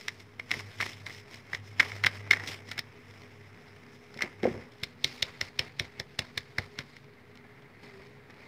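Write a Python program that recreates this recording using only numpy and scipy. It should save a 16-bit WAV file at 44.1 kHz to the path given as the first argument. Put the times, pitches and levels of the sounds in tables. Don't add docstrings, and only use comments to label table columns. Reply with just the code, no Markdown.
import sys
import numpy as np
from scipy import signal
from scipy.fft import rfft, irfft
from scipy.io import wavfile
from scipy.ndimage import uniform_filter1d

SR = 44100
rng = np.random.default_rng(int(sys.argv[2]) if len(sys.argv) > 2 else 0)


def linear_from_db(decibels):
    return 10 ** (np.asarray(decibels, float) / 20)


def wav_out(sig):
    wavfile.write(sys.argv[1], SR, np.round(np.clip(np.atleast_2d(sig).T, -1, 1) * 32767).astype(np.int16))


N = 373527
TIME = np.arange(N) / SR

# [f/Hz, level/dB]
AIR_COLOUR = [(45, -20), (70, -12.5), (104, -1.5), (171, -7.5), (246, -8.5), (307, -15), (405, -11),
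              (551, -20), (1730, -19.5), (2160, -23.5), (3770, -31.5), (7000, -43.5), (15600, -45.5),
              (15900, -67)]
# [t/s, level/dB]
HUM_LEVEL = [(0.0, -63), (0.47, -62), (0.6, -53), (0.97, -52), (1.2, -59.5), (1.4, -54.5), (1.99, -46.5),
             (2.39, -47), (2.51, -50.5), (2.94, -58.5), (3.41, -59), (3.73, -65), (4.0, -79), (4.48, -54),
             (4.62, -76), (5.0, -73)]
# [f/Hz, width/Hz, level/dB]
MOTOR_WHIRR = [(138.3, 14, -69), (244, 12, -68.5), (413.5, 10, -67), (479, 10.1, -76)]
# [f/Hz, time to fall 60 dB/s]
ROOM_DECAY = [(200, 0.44), (1000, 0.17), (4000, 0.11), (12000, 0.074)]
# [t/s, f/Hz, level/dB]
TRAY_CREAK = [
    (7.78, 413.5, -71),
    (7.884, 411, -64.5),
    (7.956, 387.5, -52.5),
    (8.1, 388.9, -71),
]
# [t/s, peak level/dB, f/Hz, time to fall 60 dB/s]
TRAY_BUMPS = [(1.8, -46, 292, 0.055), (2.31, -37, 397, 0.068), (4.162, -37, 224, 0.05),
              (4.239, -27.5, 358, 0.056), (4.431, -18, 352, 0.093), (4.454, -13, 498, 0.031),
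              (4.473, -20.5, 364, 0.09), (4.494, -33, 204, 0.026), (4.511, -28.5, 140, 0.027),
              (4.539, -33.5, 99, 0.4), (4.58, -40.5, 239.5, 0.12)]
# [t/s, peak level/dB, f/Hz]
HANDLE_THUDS = [(0.566, -33.5, 103), (0.83, -39, 97), (1.54, -33, 111), (2.044, -31, 98), (2.488, -37, 105),
                (2.784, -40, 101), (4.828, -31.5, 122), (5.046, -33.5, 136), (5.227, -31, 95),
                (5.419, -32.5, 91), (5.596, -28.5, 105), (5.803, -27, 107), (6, -30.5, 113),
                (6.191, -28.5, 105), (6.373, -33, 109), (6.586, -23, 96), (6.79, -31.5, 130),
                (7.994, -43, 81)]
# [f/Hz, level/dB]
POWDER_COLOUR = [(300, -1.5), (900, -4), (1500, -6.5), (2100, 2.5), (2800, -13.5), (3600, -18.5),
                 (4550, -23.5), (5250, -15), (5900, -24.5), (7000, -30.5), (9300, -35.5), (13500, -41.5),
                 (15500, -39), (15900, -80)]
# [f/Hz, level/dB]
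LUMP_COLOUR = [(2600, 2), (3300, 1), (4500, 8), (5250, -2.5), (6500, 0)]
# [t/s, hiss level/dB, lumps level/dB]
TRICKLE_LEVEL = [
    (0, -71.5, -66),
    (1.4, -67, -57.5),
    (2.9, -68, -57.5),
    (3.9, -67.5, -58.5),
    (4.05, -66.5, -60),
    (4.9, -72, -62),
    (6.9, -66.5, -64),
    (7.1, -76, -64),
    (7.8, -77, -60),
    (8.47, -80, -63),
]
# [middle t/s, hiss level/dB, lumps level/dB, half length/s]
STIRRED_POWDER = [(0.01, -56.5, -56.5, 0.3), (0.21, -59.5, -68, 0.044), (0.585, -47, -56, 0.05),
                  (0.72, -57, -53, 0.34), (1.151, -51.5, -55, 0.11), (1.345, -54.5, -53, 0.098),
                  (1.676, -56.5, -60, 0.065), (1.96, -52, -50.5, 0.057), (2.155, -50, -47.5, 0.066),
                  (2.4, -62, -44, 0.26), (2.528, -49, -49, 0.089), (3.17, -64.5, -61, 0.33),
                  (3.95, -63.5, -61, 0.051), (4.17, -62, -56.5, .12), (8.0, -66.5, -62, 0.29),
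                  (8.45, -64.5, -55.5, 0.16)]
# [t/s, hiss level/dB, lumps heard in the rim level/dB, settling time/s]
THROWN_POWDER = [(0.09, -68, -58, 0.2), (0.4, -66, -60, 0.13), (0.52, -42.5, -39.5, 0.17),
                 (0.813, -39, -41, 0.22), (1.074, -50, -47.5, 0.12), (1.544, -46.5, -45, 0.067),
                 (1.809, -44, -39, 0.35), (2.048, -50, -43, 0.27), (2.316, -46.5, -51, 0.24),
                 (2.478, -37.5, -46, 0.1), (2.715, -43.5, -44.5, 0.041), (2.787, -48, -37, 0.033),
                 (4.224, -51.5, -39, 0.15), (4.444, -51.5, -40.5, 0.33), (4.844, -55.5, -55, 0.081),
                 (5.054, -47, -48, 0.21), (5.236, -51.5, -45, 0.14), (5.42, -47.5, -45, 0.084),
                 (5.604, -51.5, -45.5, 0.11), (5.804, -52.5, -46.5, 0.11), (6.003, -53, -41.5, 0.023),
                 (6.199, -53, -45, 0.092), (6.383, -53, -51, .07), (6.593, -53, -47, .09),
                 (6.797, -51, -43, 0.034), (6.97, -61, -58, .04), (7.833, -57, -51, 0.11),
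                 (8.3, -64, -50.5, 0.036)]
# [f/Hz, level/dB]
RIM_RING = [(150, -21), (300, -16), (900, -11.5), (1500, -2), (1900, 8), (2150, 11), (2500, -5.5),
            (2900, -14.5), (4000, -23), (16500, -82)]
# [f/Hz, level/dB]
MESH_RING = [(1200, -34.5), (2500, -13.5), (3500, -7), (4200, -9), (4700, -16), (5250, -6), (5900, -17.5),
             (6800, -24), (7600, -26.5), (8600, -29), (11600, -34.5), (13700, -33.5), (15300, -36),
             (16500, -60)]
# [start t/s, gap/s, peak level/dB]
MESH_SLIPS = [
    (2.672, 0.0079, -57),
    (4.72, .016, -63),
    (4.784, .016, -64),
]
# [t/s, peak level/dB]
CRUMB_TICKS = [(0.0111, -39), (0.2014, -46), (0.593, -34.5), (0.9326, -41), (1.1474, -40.5), (1.3348, -43),
               (1.345, -38), (2.4966, -45), (2.538, -44), (2.691, -41), (2.7194, -37), (3.1101, -48),
               (3.219, -48), (3.682, -52), (4.1422, -42.5), (4.1746, -39), (6.385, -35), (6.9143, -56),
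               (6.9665, -45), (7.0431, -59), (7.3553, -50), (7.3735, -46), (7.6226, -55.5), (7.8334, -58),
               (8.0342, -53), (8.069, -54), (8.3055, -47), (8.3424, -52)]
# [t/s, peak level/dB]
REBOUND_HITS = [(0.0901, -30.5), (0.524, -29), (0.539, -24), (0.5982, -31.5), (0.8262, -23),
                (0.8627, -27.5), (1.069, -33), (1.078, -37), (1.105, -34), (1.8114, -26), (1.8281, -24),
                (1.8618, -30.5), (1.918, -26.5), (2.333, -12), (2.363, -28), (2.3699, -29), (2.3978, -27),
                (2.4047, -31), (4.191, -29), (4.208, -25), (4.216, -26), (4.233, -27), (4.246, -33),
                (4.467, -37), (5.6041, -43), (5.8042, -40), (6.966, -41.5)]
# [t/s, rim peak level/dB, mesh level over the rim/dB, chatter/ms]
HAND_KNOCKS = [(4.2212, -16, -3.5, 0.8), (4.2244, -25, 0, 0.34), (4.4318, -27.5, -2, 0.94),
               (4.4414, -25, -7.5, 0.55), (4.835, -25.5, 8, 1.2), (4.8412, -38, 14, 0.26),
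               (5.0445, -19, 13, 0.64), (5.2243, -20.5, 3.5, 3.5), (5.2265, -19, 6, 1.2),
               (5.4123, -18, 4.5, 1.34), (5.591, -29, -9, 1.3), (5.5927, -22, 13, 0.67),
               (5.7972, -18, 6, 0.43), (5.9989, -24.5, 5, 0.4), (6.191, -20, 6, 1.8),
               (6.377, -22, 3.5, 2.3), (6.584, -14.5, -4, 1.1), (6.789, -23, 3, 0.35)]
# [t/s, rim peak level/dB, mesh level over the rim/dB, chatter/ms]
SPATULA_TAPS = [(0.0827, -20.5, 2, 1.8), (0.3973, -25, -5.5, 0.97), (0.508, -22, -7, 0.88),
                (0.5146, -15, 0, 1), (0.8033, -19, -8, 0.8), (0.8098, -21, -3, 3.7), (0.8151, -27, 1, 1.7),
                (1.0653, -27, 0.5, 0.24), (1.5325, -21, -9, 2.4), (1.548, -23, -1.5, 0.62),
                (1.7979, -8.5, -7, 2.7), (1.8011, -5.5, -7, 0.42), (1.805, -8, -6, 0.74),
                (2.0388, -12.5, -4.5, 0.9), (2.0461, -11.5, -7, 0.56), (2.062, -20, 3, 1.3),
                (2.0663, -9, -1.5, 0.64), (2.3103, -5.5, -5, 0.35), (2.3186, -24.5, 3, 0.94),
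                (2.3292, -21, -4, 0.79), (2.3355, -15, -11, 0.68), (2.4745, -33.5, 8, 2),
                (2.715, -28, 3, 0.56), (2.7794, -25, -2, 0.73), (2.7917, -23, 2.5, 1.6)]

SIFTED_S = 4.8


def evened(x):
    return x / np.sqrt(np.mean(x ** 2) + 1e-20)


def read(points, hz):
    f, value = np.transpose(points)
    return np.interp(np.log(hz + 1), np.log(f + 1), value)


def add(mix, s, sound):
    part = mix[max(round(s * SR), 0):][:len(sound)]
    part += sound[:len(part)]


def coloured(x, points):
    gain = linear_from_db(read(points, np.fft.rfftfreq(len(x), 1 / SR)))
    return irfft(rfft(x) * gain, len(x))


def narrow(hz, width):
    r = np.exp(-np.pi * width / SR)
    z = rng.standard_normal(N) + 1j * rng.standard_normal(N)
    for _ in range(2):
        z = signal.lfilter([1], [1, -r], z)
    return evened((z * np.exp(2j * np.pi * hz * TIME)).real)


def causal(points):
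    log_gain = np.log(linear_from_db(read(points, abs(np.fft.fftfreq(4096, 1 / SR)))))
    return np.fft.ifft(np.exp(np.conj(signal.hilbert(log_gain)))).real[:1024]


def kitchen_air():
    swell = evened(uniform_filter1d(uniform_filter1d(rng.standard_normal(N), 3000), 3000))
    air = linear_from_db(-57.5 + 0.47 * swell) * evened(coloured(rng.standard_normal(N), AIR_COLOUR))
    drone = np.sqrt(2) * np.sin(2 * np.pi * 100.0 * TIME) + 0.54 * narrow(hz=102.5, width=13.5)
    hum = linear_from_db(np.interp(TIME, *np.transpose(HUM_LEVEL), right=-80)) * drone
    whirr = np.zeros(N)
    for hz, width, db in MOTOR_WHIRR:
        whirr += linear_from_db(db) * (narrow(hz, width) + 1.57 * np.sin(2 * np.pi * hz * TIME))
    return air + whirr + hum


def room(x):
    hz, t, z = signal.stft(rng.standard_normal(SR // 2), SR, nperseg=128)
    decay = linear_from_db(-60 * t / read(ROOM_DECAY, hz)[:, None])
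    tail = signal.istft(z * decay, SR, nperseg=128)[1]
    tail = tail * np.clip(np.arange(len(tail)) / 150 - .3, 0, 1)
    return signal.fftconvolve(x, tail / np.linalg.norm(tail))[:N]


def tray_creak():
    s, hz, db = np.transpose(TRAY_CREAK)
    level = uniform_filter1d(linear_from_db(np.interp(TIME, s, db, left=-120, right=-120)), 600)
    turns = np.cumsum(np.interp(TIME, s, hz)) / SR
    return np.sqrt(2) * level * np.sin(2 * np.pi * turns)


def thud(db, hz, t60, puff_share):
    t = np.arange(8000) / SR
    band = signal.butter(3, [170, 600], "band", fs=SR, output="sos")
    puff = evened(signal.sosfilt(band, rng.standard_normal(len(t))))
    body = np.sin(2 * np.pi * hz * t)
    body += 0.21 * np.sin(2 * np.pi * hz * 1.31 * t)
    body += 0.38 * np.sin(2 * np.pi * hz * 0.63 * t)
    fade = linear_from_db(-60 * t / max(t60, .01))
    soft_start = 1 - np.exp(-t / 0.00046)
    wave = (body + puff_share * puff) * fade * soft_start
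    return linear_from_db(db) * wave / abs(wave).max()


def tray_bumps():
    out = np.zeros(N)
    for s, db, hz, t60 in TRAY_BUMPS:
        add(out, s, thud(db, hz, t60, puff_share=0.73))
    return out


def handle_thuds():
    out = np.zeros(N)
    for s, db, hz in HANDLE_THUDS:
        add(out, s, thud(db, hz, t60=0.074, puff_share=0.49))
    return out


def sliding():
    t = TIME[::64]
    s, hiss_db, lump_db = np.transpose(TRICKLE_LEVEL)
    power = linear_from_db(2 * np.array([np.interp(t, s, hiss_db), np.interp(t, s, lump_db)]))
    for rows, thrown in ((THROWN_POWDER, True), (STIRRED_POWDER, False)):
        for s, hiss_db, lump_db, length in rows:
            u = np.minimum(abs(t - s) / length, 4)
            fall = 21 * u ** 1.6
            if thrown:
                early = np.minimum(1800 * (s - t), 249 * (s - t) + 8)
                sag_db, stop_db, curve = (10, 19.5, 1.77) if s < SIFTED_S else (9.5, 9.5, 4.0)
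                fall = np.where(t < s, early, sag_db * np.sqrt(u) + stop_db * u ** curve)
            power += linear_from_db(2 * np.array([hiss_db - fall, lump_db - fall]))
    return [np.interp(TIME, t, np.sqrt(p)) for p in power]


def powder():
    size = linear_from_db(2.8 * np.minimum(rng.exponential(1, N), 4))
    size = size * (rng.random(N) < 5000 / SR)
    clumps = evened(uniform_filter1d(uniform_filter1d(rng.standard_normal(N), 200), 200))
    grains = evened(size * rng.standard_normal(N)) + 0.91 * rng.standard_normal(N)
    hz, t, z = signal.stft(grains * linear_from_db(2.0 * clumps), SR, nperseg=256, noverlap=192)
    patches = uniform_filter1d(rng.standard_normal(z.shape[::-1]).T, size=5, axis=0)
    patches = evened(uniform_filter1d(patches, size=16, axis=1))
    z = z * linear_from_db(1.56 * patches + read(LUMP_COLOUR, hz)[:, None] * (t > SIFTED_S))
    grains = coloured(signal.istft(z, SR, nperseg=256, noverlap=192)[1][:N], POWDER_COLOUR)
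    low = signal.sosfiltfilt(signal.butter(4, 2900, fs=SR, output="sos"), grains)
    hiss, lumps = sliding()
    return lumps * evened(low) + hiss * evened(grains - low)


def ring_sieve(rows):
    out, t = np.zeros(N), np.arange(-220, 660) / SR
    rim, mesh = causal(RIM_RING), causal(MESH_RING)
    for s, db, mesh_db, ms in rows:
        long = np.clip(ms, .1, 3) * .0008
        chatter = np.exp(-(t / np.where(t < 0, 0.51 * long, 1.64 * long)) ** 2)
        graze = 0.17 * np.clip(mesh_db / 20 + 2.8, 0, 1) * (t > -.0036) * (t < 0)
        rattle = 0.55 * (t > 0) * np.exp(-abs(t) / 0.0034)
        push = rng.standard_normal(len(t)) * (chatter + graze + rattle)
        low, high = np.convolve(push, rim), np.convolve(push, mesh)
        ring = low / abs(low).max() + linear_from_db(mesh_db) * high / abs(high).max()
        add(out, s + t[0], linear_from_db(db) * ring)
    return out


def mesh_slips():
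    return ring_sieve([(s + k * gap, db, 12, .2) for s, gap, db in MESH_SLIPS for k in range(3)])


def crumb_ticks():
    return ring_sieve([(s, db, 3.5, 0.75) for s, db in CRUMB_TICKS])


def rebounds():
    return ring_sieve([(s, db, -9, 0.93) for s, db in REBOUND_HITS])


def hand_knocks():
    return ring_sieve(HAND_KNOCKS)


def spatula_taps():
    return ring_sieve(SPATULA_TAPS)


def scene():
    hits = spatula_taps() + hand_knocks() + rebounds() + crumb_ticks() + mesh_slips()
    hits += handle_thuds() + tray_bumps()
    hits = signal.sosfilt(signal.butter(3, 62, "high", fs=SR, output="sos"), hits)
    sift = signal.sosfilt(signal.butter(3, 110, "high", fs=SR, output="sos"), powder())
    mix = hits + linear_from_db(-18.0) * room(hits) + sift + tray_creak() + kitchen_air()
    return mix[None]


def band_limit(x):
    return signal.sosfilt(signal.butter(12, 16790, fs=SR, output="sos"), x)


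def record(dry):
    edge = signal.firwin(255, 16400, window=("kaiser", 8), fs=SR)
    mix = signal.oaconvolve(dry, edge[None], "same") - .0005
    return band_limit(mix)


dry = scene()
out = record(dry)
wav_out(out)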